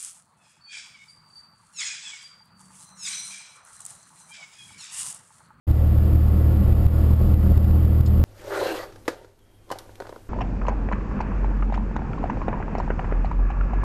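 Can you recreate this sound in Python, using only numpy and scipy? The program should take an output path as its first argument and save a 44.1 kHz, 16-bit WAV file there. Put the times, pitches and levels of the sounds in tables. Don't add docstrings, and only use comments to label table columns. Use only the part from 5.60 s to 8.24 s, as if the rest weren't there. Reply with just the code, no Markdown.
import sys
import numpy as np
from scipy import signal
from scipy.fft import rfft, irfft
from scipy.io import wavfile
from scipy.ndimage import uniform_filter1d

SR = 44100
rng = np.random.default_rng(int(sys.argv[2]) if len(sys.argv) > 2 else 0)


def wav_record(signal):
    frames = np.transpose(np.atleast_2d(signal))
    bounded = np.clip(frames, -1, 1)
    quanta = np.round(bounded * 32767).astype(np.int16)
    wavfile.write(sys.argv[1], SR, quanta)


N = 116424

SPEED_HZ, GAIN_HZ_PER_S, EASE_HZ_PER_S2, START_TURNS = 38.029, .846, -.129, -.247
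# [multiple of shaft speed, rms level/dB, phase/turns]
ENGINE_ORDERS = [(2, -17, -0.0026), (3, -24.5, -0.17), (4, -41.5, 0.073), (5, -37.5, 0.15)]
WAVER_DB = 0.45

# [f/Hz, relative density level/dB]
ROAD_SPECTRUM = [(12, -53.5), (22, -31.5), (30, -32.5), (60, -33.5), (140, -41), (260, -46.5), (400, -52),
                 (620, -58), (1000, -63), (1450, -66.5), (1560, -75.5), (2300, -76.5), (3000, -77),
                 (4000, -82.5), (5000, -80.5), (6500, -80)]
# [f/Hz, width/Hz, lift/dB]
CABIN_RESONANCES = [(38.1, 9, 5.5), (47.3, 9, 8), (166.6, 12, -4.5), (1010, 72, -6.5), (197.7, 43.4, 8.5),
                    (315.9, 25, 9.5), (532.7, 64, 6.5), (699, 60, 3.5), (1095, 47, 5), (1698, 91, 6.5),
                    (1954, 94, 6.5)]
# [t/s, level/dB]
ROAD_ROUGHNESS = [(0.1, -31.5), (0.15, -32), (0.48, -29), (0.53, -22), (0.63, -36), (0.68, -30),
                  (1.49, -30), (1.52, -27.5), (1.57, -31), (1.59, -27.5), (1.82, -29.5), (1.92, -22),
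                  (1.94, -28), (2.31, -28), (2.36, -29.5), (2.55, -33), (2.61, -20.5), (2.63, -35.5)]
ROAD_DB, SWELL_DB = -22, .5
LUMP_DB, ROUGH_SHARE = 1, .8
LUMP_HZ = 500

# [t/s, push as signed peak amplitude, pitch/Hz]
ROAD_BUMPS = [(.113, .17, 90), (.385, .16, 80), (.561, -.32, 120), (.894, .15, 110), (1.009, .15, 100),
              (1.058, .2, 80), (1.131, -.12, 120), (1.265, .4, 90), (1.464, -.17, 90), (1.537, .24, 100),
              (1.741, .34, 80), (1.92, .2, 170), (1.9765, -.36, 85), (2.047, .17, 90), (2.11, .26, 70),
              (2.252, .19, 90), (2.409, -.22, 80), (2.485, -.18, 100), (2.613, -.2, 110)]
SWING = .9

# [t/s, level/dB]
PLASTIC_TICKS = [(2.4612, -40), (2.464, -40.5), (2.473, -44)]
# [f/Hz, level relative to the tick/dB, t60/s]
PLASTIC_MODES = [(3950, -10, .02), (4260, -4, 0.023), (4650, -10, .018), (5060, -2, 0.034),
                 (5380, -0.5, 0.017)]
CRACKLE_DB, CRACKLE_T60 = 2, 0.03

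ON_S, FADE_IN_S = 0.068, 0.01
LIMIT_DB, SENSE_S = -9.5, .0025
SQUEEZE, RECOVER_DB_PER_S = 1.1, 45.5
STEP_DB, STEP_S, STEP_SPREAD, LAG_S = .9, .00032, .45, .0027
GUARD_HZ, GUARD_DB_PER_KHZ = 5040, -12
EDGE_HZ = 15250


def amp(db):
    return 10 ** (np.asarray(db) / 20)


def evened(x):
    return x / np.sqrt(np.mean(x ** 2) + 1e-20)


def slow(t, top_hz):
    drift = sum(np.sin(2 * np.pi * (f * t + rng.random())) / np.sqrt(f) for f in np.geomspace(.4, top_hz, 20))
    return evened(drift)


def engine(t):
    turns = START_TURNS + SPEED_HZ * t + GAIN_HZ_PER_S * t ** 2 / 2 + EASE_HZ_PER_S2 * t ** 3 / 3
    drone = np.zeros(N)
    for order, db, phase in ENGINE_ORDERS:
        level = np.sqrt(2) * amp(db + WAVER_DB * slow(t, 6.1))
        drone += level * np.cos(2 * np.pi * (round(order) * turns + phase))
    return drone


def road(t):
    frames, hz = N // 128 + 5, np.fft.rfftfreq(512, 1 / SR)
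    real, imag = rng.standard_normal((frames, 257, 3)).T[:2]
    lumps = evened(uniform_filter1d(rng.standard_normal(frames), size=8))
    at_s, rough_db = np.transpose(ROAD_ROUGHNESS)
    rough_db = np.interp(np.arange(frames) * 128 / SR, at_s, rough_db - rough_db.mean())
    frame_db = (LUMP_DB * lumps + ROUGH_SHARE * rough_db) / (1 + hz[:, None] / LUMP_HZ)
    noise = signal.istft((real + 1j * imag) * amp(frame_db), nperseg=512, noverlap=384)[1][:N]

    f = np.fft.rfftfreq(N, 1 / SR)
    at_hz, density_db = np.transpose(ROAD_SPECTRUM)
    colour_db = np.interp(np.log(f + 1), np.log(at_hz + 1), density_db, left=-70)
    for centre, width, lift in CABIN_RESONANCES:
        colour_db += lift / (1 + (2 * (f - centre) / width) ** 2)
    swell = amp(ROAD_DB + SWELL_DB * slow(t, 3.96))
    return swell * evened(irfft(rfft(noise) * amp(colour_db), N))


def bumps(t):
    thuds = np.zeros(N)
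    for at_s, push, hz in ROAD_BUMPS:
        u = np.pi * hz * (t - at_s)
        thuds += push * (1 - SWING * u ** 2) * np.exp(-u ** 2)
    return thuds


def ticks(t):
    out = np.zeros(N)
    high_pass = signal.butter(3, 3500, "high", fs=SR, output="sos")
    hiss = evened(signal.sosfilt(high_pass, rng.standard_normal(N)))
    for at_s, tick_db in PLASTIC_TICKS:
        since = np.maximum(t - at_s, 0)
        for hz, db, t60 in PLASTIC_MODES:
            out += amp(tick_db + db - 60 * since / t60) * np.sin(2 * np.pi * hz * since)
        out += amp(tick_db + CRACKLE_DB - 60 * since / CRACKLE_T60) * (since > 0) * hiss
    return out


def scene():
    t = np.arange(N) / SR
    return (engine(t) + road(t) + bumps(t) + ticks(t))[None]


def gain_control(x, t):
    level_db = 20 * np.log10(abs(uniform_filter1d(abs(x), size=round(SENSE_S * SR))) + 1e-6)
    fall = RECOVER_DB_PER_S * t
    peak_db = np.maximum.accumulate(level_db + fall) - fall
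    over_db = np.maximum(peak_db - LIMIT_DB, 0)
    cut_db = SQUEEZE * np.interp(t - LAG_S, t, over_db)

    pace = 1 + STEP_SPREAD * evened(uniform_filter1d(rng.standard_normal(N), size=12))
    rise = STEP_DB / STEP_S * np.cumsum(np.maximum(pace, 0)) / SR
    cut_db = np.minimum.accumulate(cut_db - rise) + rise
    return x * amp(-STEP_DB * np.round(cut_db / STEP_DB))


def record(dry):
    t, f = np.arange(N) / SR, np.fft.rfftfreq(N, 1 / SR)
    x = gain_control(dry[0], t)
    guard_db = GUARD_DB_PER_KHZ * np.maximum(f - GUARD_HZ, 0) / 1000
    x = irfft(rfft(x) * amp(guard_db), N)
    x = x * np.clip((t - ON_S) / FADE_IN_S, 0, 1)
    samples = signal.resample_poly(x, 40, 147)
    held = signal.resample_poly(np.repeat(samples, 4), 147, 160)[:N]
    band_limit = signal.firwin(1023, EDGE_HZ, window=("kaiser", 9), fs=SR)
    return signal.oaconvolve(held[None], band_limit[None], "same")


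dry = scene()
out = record(dry)
wav_record(out)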